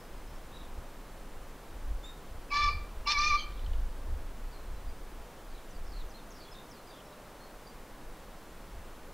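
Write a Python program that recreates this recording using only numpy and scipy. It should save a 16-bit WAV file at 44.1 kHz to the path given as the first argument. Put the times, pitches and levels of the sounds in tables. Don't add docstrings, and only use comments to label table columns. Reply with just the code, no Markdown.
import sys
import numpy as np
from scipy import signal
from scipy.fft import rfft, irfft
from scipy.io import wavfile
from scipy.ndimage import uniform_filter1d

SR = 44100
rng = np.random.default_rng(int(sys.argv[2]) if len(sys.argv) > 2 else 0)


def digitize_waveform(pressure):
    field = np.atleast_2d(pressure).T
    bounded = np.clip(field, -1, 1)
    quanta = np.round(bounded * 32767).astype(np.int16)
    wavfile.write(sys.argv[1], SR, quanta)


def ratio(d):
    e = np.asarray(d, float) / 20
    return 10 ** e


N = 402741


def evened(x):
    return x / np.sqrt(np.mean(abs(x) ** 2) + 1e-20)


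def read(points, hz):
    f, value = np.transpose(points)
    return np.interp(np.log(hz + 1), np.log(f + 1), value)


def add(mix, start_s, sound):
    part = mix[round(start_s * SR):][:len(sound)]
    part += sound[:len(part)]


def unfold(rows):
    s, *columns = np.transpose(rows)
    t = np.arange(s[0], s[-1], 1 / SR)
    return [np.interp(t, s, column) for column in columns]


def coloured(gain, size):
    spectrum = rfft(rng.standard_normal(size)) * gain(np.fft.rfftfreq(size, 1 / SR))
    return evened(irfft(spectrum, size))


def wander(hz, size):
    return coloured(lambda f: 1 / (1 + (f / hz) ** 4), SR)[:size]


def echoes(x, decay):
    stir = .8 + .55 * np.resize(wander(60, SR), N)
    taps = np.zeros(SR)
    at = np.arange(300, SR - 20, 20)
    taps[at + rng.integers(0, 20, len(at))] = rng.choice([-1., 1.], len(at))
    hz, t, z = signal.stft(taps, SR, nperseg=256)
    fade_db = -60 * t / read(decay, hz)[:, None]
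    tail = signal.istft(z * ratio(fade_db), SR, nperseg=256)[1]
    return signal.fftconvolve(x * stir, tail / np.linalg.norm(tail))[:N]


def country_hush():
    # (frequency [Hz], level [dB per Hz])
    colour = [(35, -26), (60, -4), (87, -9.5), (254, -11), (414, -12.5), (522, -11), (560, -12),
              (600, -13.5), (813, -15), (1070, -15.5), (2320, -25), (5110, -31.5), (15600, -36.5)]
    # (frequency [Hz], level [dB])
    apart = [(60, -58), (110, -44), (200, -34), (380, -28), (700, -26.5), (1290, -26), (2380, -17.5),
             (4400, -12), (8120, -7.5), (15000, -5.5)]

    def colour_db(f):
        return read(colour, np.clip(f, 60, 15000))

    middle = coloured(lambda f: ratio(colour_db(f)) / (1 + (80 / (f + 1)) ** 4), N)
    side = coloured(lambda f: ratio(colour_db(f) + read(apart, f)), N)
    return ratio(-51.5) * (middle + ratio(-18.5) * np.outer([1, -1], side))


def gusts():
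    # (time [s], buffet level [dB], pace of swell and fade [dB per s], flutter over buffet [dB])
    gust_rows = [(.18, -39, 120, -13), (.33, -41, 56, -13), (.66, -45, 45, -6.5), (.785, -41.5, 200, -1),
                 (1.12, -50, 42, -19), (1.4, -44.5, 48, -17), (1.74, -38.5, 150, -9),
                 (1.915, -33.5, 100, -5), (2.35, -38, 110, -6), (2.54, -40, 100, -16),
                 (2.655, -30.5, 120, -6), (2.755, -39, 120, 5), (2.97, -40.5, 78, -5),
                 (3.2, -37, 110, -4.5), (3.32, -30.5, 130, -10), (3.53, -39, 61, -6), (3.7, -30, 118, -3.5),
                 (3.8, -31, 80, -7.5), (4.13, -32, 66, -7), (4.42, -39, 32, -13.5), (4.72, -41, 110, -1.5),
                 (4.87, -36, 90, -10.5), (5.05, -41.5, 100, -14), (5.21, -44, 100, -6.5),
                 (5.54, -41, 120, -18), (5.82, -37.5, 60, -13.5), (6.02, -33, 94, -11), (7.8, -45, 68, -19),
                 (8.07, -42.5, 112, -15), (8.76, -46, 110, -1)]
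    # (time [s], buffet level [dB])
    breeze = [
        (0, -64),
        (.5, -50.5),
        (5.5, -52.5),
        (6.5, -52.5),
        (6.8, -57),
        (7.3, -55.5),
        (8.3, -50.5),
        (9.13, -49.5),
    ]
    t = np.arange(0, N, 64) / SR
    s, db, pace, flutter_db = np.transpose(gust_rows)[:, :, None]
    breeze_db = np.interp(t, *np.transpose(breeze))
    fall_db = pace * abs(t - s)
    buffet = ratio(breeze_db) ** 2 + (ratio(db - fall_db) ** 2).sum(0)
    flutter = ratio(breeze_db - 12) ** 2 + (ratio(db + flutter_db - 1.5 * fall_db) ** 2).sum(0)
    return [np.interp(np.arange(N) / SR, t, np.sqrt(power)) for power in (buffet, flutter)]


def held(x, size):
    return evened(x / (uniform_filter1d(x ** 2, size) + .1) ** .2)


def wind():
    # (frequency [Hz], level [dB per Hz])
    rumble = [(4.7, -24), (8.0, -3), (22, 3.5), (39, -1.5), (72, -16.5), (119, -29.5), (150, -29),
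              (200, -57), (330, -120)]
    strong, quick = gusts()
    buffet = coloured(lambda f: ratio(read(rumble, f)) / (1 + (f / 42) ** 8), N)
    flutter = coloured(
        lambda f: ratio(read(rumble, f)) / (1 + (42 / (f + 1)) ** 8) / (1 + (f / 140) ** 4), N)
    return strong * held(buffet, size=2500) + ratio(3.0) * quick * held(flutter, size=1200)


def note(start, length, from_hz, to_hz, db, peak_at, rise_db, fade_db, arch=0.):
    at = np.clip(peak_at, .05, .95)
    peak_hz = from_hz + (at + arch * (1 - at)) * (to_hz - from_hz)
    return [(start, from_hz, db - rise_db),
            (start + at * length, peak_hz, db),
            (start + length, to_hz, db - fade_db)]


def whistle(rows, warble, fuzz, over_db, strokes=0., buzz=0., trill_hz=60):
    hz, db = unfold(rows)
    size = len(hz)
    drop_hz = hz[0] - hz[-1]
    fall = np.clip(abs(drop_hz) / 1200, .25, 1)
    long_slide = (drop_hz > 400) * (size > 3500)
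    saw = signal.sawtooth(2 * np.pi * 38 * np.arange(size) / SR, .2) * long_slide
    bend = 1 + strokes * saw + warble * fall * wander(trill_hz, size)
    turn = 2 * np.pi * np.cumsum(hz * bend) / SR
    burr = 1 - buzz * fall + buzz * fall * wander(290, size)
    tone = np.sin(turn) + ratio(over_db) * np.sin(2 * turn)
    level = np.sqrt(2) * ratio(db + fuzz * wander(78, size))
    return rows[0][0], level * burr * tone * signal.windows.tukey(size, .25)


def birds():
    # (start [s], length [s], from [Hz], to [Hz], level [dB])
    slides = [(4.515, .04, 4925, 4150, -64), (5.488, 0.12, 4830, 3350, -67), (5.68, .065, 7300, 5200, -68),
              (5.745, .03, 4920, 4500, -65), (5.842, .09, 5600, 4850, -65),
              (5.915, 0.098, 4540, 4100, -59.5), (5.998, 0.036, 4190, 3300, -57),
              (6.09, 0.038, 7000, 4600, -62.5), (6.167, 0.049, 3920, 3450, -65),
              (6.3, .03, 6980, 5150, -60.5), (6.337, .115, 5460, 4150, -58.5),
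              (6.532, .028, 5000, 3250, -56), (6.69, 0.033, 7230, 5300, -62),
              (6.71, 0.053, 5500, 4500, -62), (6.76, .05, 4490, 3900, -65), (6.865, 0.047, 5100, 4600, -63),
              (6.899, 0.12, 3770, 3100, -61)]
    # (start [s], length [s], from [Hz], to [Hz], level [dB])
    tweets = [(0.0, .02, 5150, 5360, -66), (.035, .02, 4950, 5180, -69), (.125, .025, 4900, 5300, -68),
              (.165, .018, 4900, 5100, -68), (0.272, .035, 5050, 5700, -65), (0.35, .03, 5350, 5520, -66),
              (4.543, .045, 4150, 4200, -66), (4.75, .06, 3990, 4020, -71), (4.87, .04, 4900, 4780, -70),
              (6.14, 0.037, 4050, 4290, -59), (6.515, 0.02, 5220, 5100, -56.5),
              (6.584, 0.026, 3600, 3760, -60), (7.055, .015, 5480, 5550, -65),
              (7.125, 0.017, 3850, 3850, -62), (7.398, .105, 4290, 4340, -64.5),
              (7.643, .055, 4780, 4600, -65)]
    # (start [s], length [s], from [Hz], to [Hz], level [dB])
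    chirps = [
        (2.025, 0.138, 3420, 3690, -54),
        (6.44, .1, 3150, 3420, -63.5),
        (.12, .035, 2500, 3250, -68),
        (.515, 0.12, 3650, 3850, -58.5),
        (.55, 0.096, 3620, 3520, -65),
    ]
    # (start [s], length [s], from [Hz], to [Hz], level [dB])
    hoot = (6.9, .68, 602, 595, -66)
    out = np.zeros(N)
    song = [note(*row, .7, 2, 2, arch=.3) for row in slides]
    song += [note(*row, 0.29, 4.4, 6) for row in tweets]
    for rows in song:
        add(out, *whistle(rows, warble=.024, fuzz=2.2, over_db=-40, strokes=.06, buzz=.7, trill_hz=120))
    clear = note(*chirps[0], 0.216, 7, 23, arch=1.0)
    add(out, *whistle(clear, warble=0.036, fuzz=1.7, over_db=-11))
    for row in chirps[1:]:
        rows = note(*row, .3, 6, 6, arch=1.)
        add(out, *whistle(rows, warble=0.05, fuzz=3.5, over_db=-30, buzz=1.2))
    add(out, *whistle(note(*hoot, .2, 3, 4), warble=0.005, fuzz=2.5, over_db=-30))
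    return out


def crow(rows, lines, blur_hz, beak_db, shuts, uneven_db, grumble_db, crack_db):
    # (frequency [Hz], level [dB per Hz])
    rasp_colour = [(600, -26), (1400, -9.5), (2000, -4.5), (2800, -1.5), (3800, -17), (4400, 6),
                   (5400, -11), (6300, -12), (7500, -25), (11000, -33), (14000, -70)]
    hz, effort_db, share_db = unfold(rows)
    size = len(hz)
    t = np.arange(size) / SR
    octave_db = effort_db + share_db
    pitch_db = effort_db + 10 * np.log10(np.clip(1 - ratio(share_db) ** 2, .1, 1))
    odd_db = effort_db + uneven_db - 70 * (t / t[-1] - 0.44) ** 2
    strain_db = 0.1922 * (hz - 1169)
    upper_db = effort_db + beak_db - shuts * t + strain_db
    grumble_db = grumble_db - 60 * t
    turn = np.pi * np.cumsum(hz * (1 + 0.0073 * wander(140, size))) / SR
    low_db = {1: odd_db - 39, 2: pitch_db, 3: odd_db, 4: octave_db}
    low, upper = np.zeros(size), np.zeros(size)
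    for k, db in lines:
        steady = {2: .95, 4: .72}.get(k, .6)
        spread_hz = blur_hz * k
        chance = wander(spread_hz, size) + 1j * wander(spread_hz, size)
        waver = steady + np.sqrt(.5 - .5 * steady ** 2) * chance
        line = np.sqrt(2) * (waver * np.exp(1j * k * turn)).real
        if k > 4:
            upper += ratio(db + 2.5 * wander(20, size)) * line
        else:
            low += ratio(low_db[k]) * line
    rasp = coloured(lambda f: ratio(read(rasp_colour, f)), size) * (1 + 0.51 * np.cos(turn))
    crack_db = crack_db * np.exp(-((t - .058) / .02) ** 2)
    grumble = coloured(lambda f: 1 / (1 + ((f - 950) / 110) ** 4), size)
    high = ratio(upper_db) * (ratio(-1.5) * evened(upper) + ratio(-7.5 + crack_db) * rasp)
    high = high * ratio(1.2 * wander(70, size))
    sound = low + high + ratio(grumble_db) * grumble
    return rows[0][0], sound * signal.windows.tukey(size, .03)


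def gasp(rows):
    hz, db = unfold(rows)
    air = wander(400, len(hz)) * np.sin(2 * np.pi * np.cumsum(hz) / SR)
    return rows[0][0], ratio(db) * evened(air) * signal.windows.tukey(len(hz), .3)


def wing_claps(out):
    # (time [s], peak level [dB], ring [Hz], time to fade by 60 dB [s])
    claps = [
        (3.5216, -44, 3140, 0.019),
        (3.5746, -48, 3300, 0.022),
        (3.5934, -40.5, 3050, 0.015),
        (3.6446, -43, 4190, 0.02),
        (3.6632, -38, 3070, 0.017),
        (3.733, -41, 2930, 0.018),
        (3.7444, -50, 3360, 0.02),
    ]
    t = np.arange(3000) / SR
    for s, db, hz, t60 in claps:
        puff = coloured(lambda f: 1 / (1 + ((f - 3800) / 1000) ** 4), len(t))
        ring = np.sin(2 * np.pi * hz * t) + 0.43 * puff
        add(out, s, ratio(db - 1 - 60 * t / t60) * ring * np.minimum(t / 0.0016, 1))


def pheasant():
    # (time [s], pitch [Hz], effort [dB], share of the octave [dB])
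    crows = [
        [(2.505, 1142, -44, -8), (2.521, 1151, -32.5, -5), (2.571, 1171, -27, -5.5), (2.591, 1167, -30, -11.5),
         (2.637, 1173, -27.5, -4.5), (2.691, 1163, -28, -5.5), (2.725, 1180, -40, -9)],
        [(3.06, 1108, -52, 3), (3.074, 1164, -32.5, -7.5), (3.12, 1202, -31.5, -2.5), (3.158, 1140, -31.5, 0.5),
         (3.19, 1173, -28, -9.5), (3.292, 1213, -32.5, -0.5), (3.326, 1167, -26.5, -5.5), (3.36, 1184, -26, -9),
         (3.38, 1164, -43, 2)],
    ]
    # (multiple of half the pitch, level [dB]
    tones = [
        [(1, -30), (2, 0), (3, -16), (4, -5), (5, -26), (6, -16.5), (7, -14), (8, -15), (9, -15), (10, -27),
         (11, -28.5), (12, -32), (13, -43)],
        [(1, -27), (2, 0), (3, -16), (4, -1), (5, -35), (6, -11.5), (7, -7), (8, -12), (9, -12), (10, -12),
         (11, -28), (12, -33), (13, -47)],
    ]
    # (start [s], length [s], from [Hz], to [Hz], level [dB])
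    squeaks = [
        (2.497, .025, 2600, 2545, -49),
        (3.054, .028, 2820, 2720, -41),
        (3.366, .09, 3230, 3030, -42.5),
    ]
    # (start [s], length [s], from [Hz], to [Hz], level [dB])
    gasps = [
        (2.675, 0.12, 4610, 4500, -50),
        (3.36, 0.089, 4480, 4280, -42.5),
        (3.5, 0.34, 3700, 3690, -65.5),
    ]
    blur_hz = [15, 12]
    beak_db, beak_shuts_db_per_s = [-5.5, -1.5], [39, 43]
    uneven_db, grumble_db, crack_db = [-15, -16.5], [-46.5, -45.5], [1, 4.5]
    out = np.zeros(N)
    for voice in zip(crows, tones, blur_hz, beak_db, beak_shuts_db_per_s, uneven_db, grumble_db, crack_db):
        add(out, *crow(*voice))
    for row in squeaks:
        rows = note(*row, .35, 12, 6)
        add(out, *whistle(rows, warble=.07, fuzz=2.0, over_db=-11, buzz=1.1, trill_hz=250))
    for row in gasps:
        add(out, *gasp(note(*row, 0.33, 5, 15)))
    wing_claps(out)
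    return out


def scene():
    # (frequency [Hz], time to fade by 60 dB [s])
    tree_decay = [(800, 0.16), (1200, 0.48), (2400, 0.55), (4500, 0.49), (8000, 0.052)]
    # (frequency [Hz], time to fade by 60 dB [s])
    leaf_decay = [(2500, 0.36), (8000, 0.21)]
    bird, song = pheasant(), birds()
    bird = bird + ratio(-16) * echoes(bird, tree_decay)
    song = ratio(2.0) * song + ratio(-2.5) * echoes(song, leaf_decay)
    return bird + song + wind() + country_hush()


def low_pass(x):
    return signal.sosfilt(signal.butter(12, 16740, fs=SR, output="sos"), x)


def record(dry):
    edge = signal.firwin(1023, 15770, window=("kaiser", 9), fs=SR)
    offset = dry + .0005
    return low_pass(signal.oaconvolve(offset, edge[None], "same"))


dry = scene()
out = record(dry)
digitize_waveform(out)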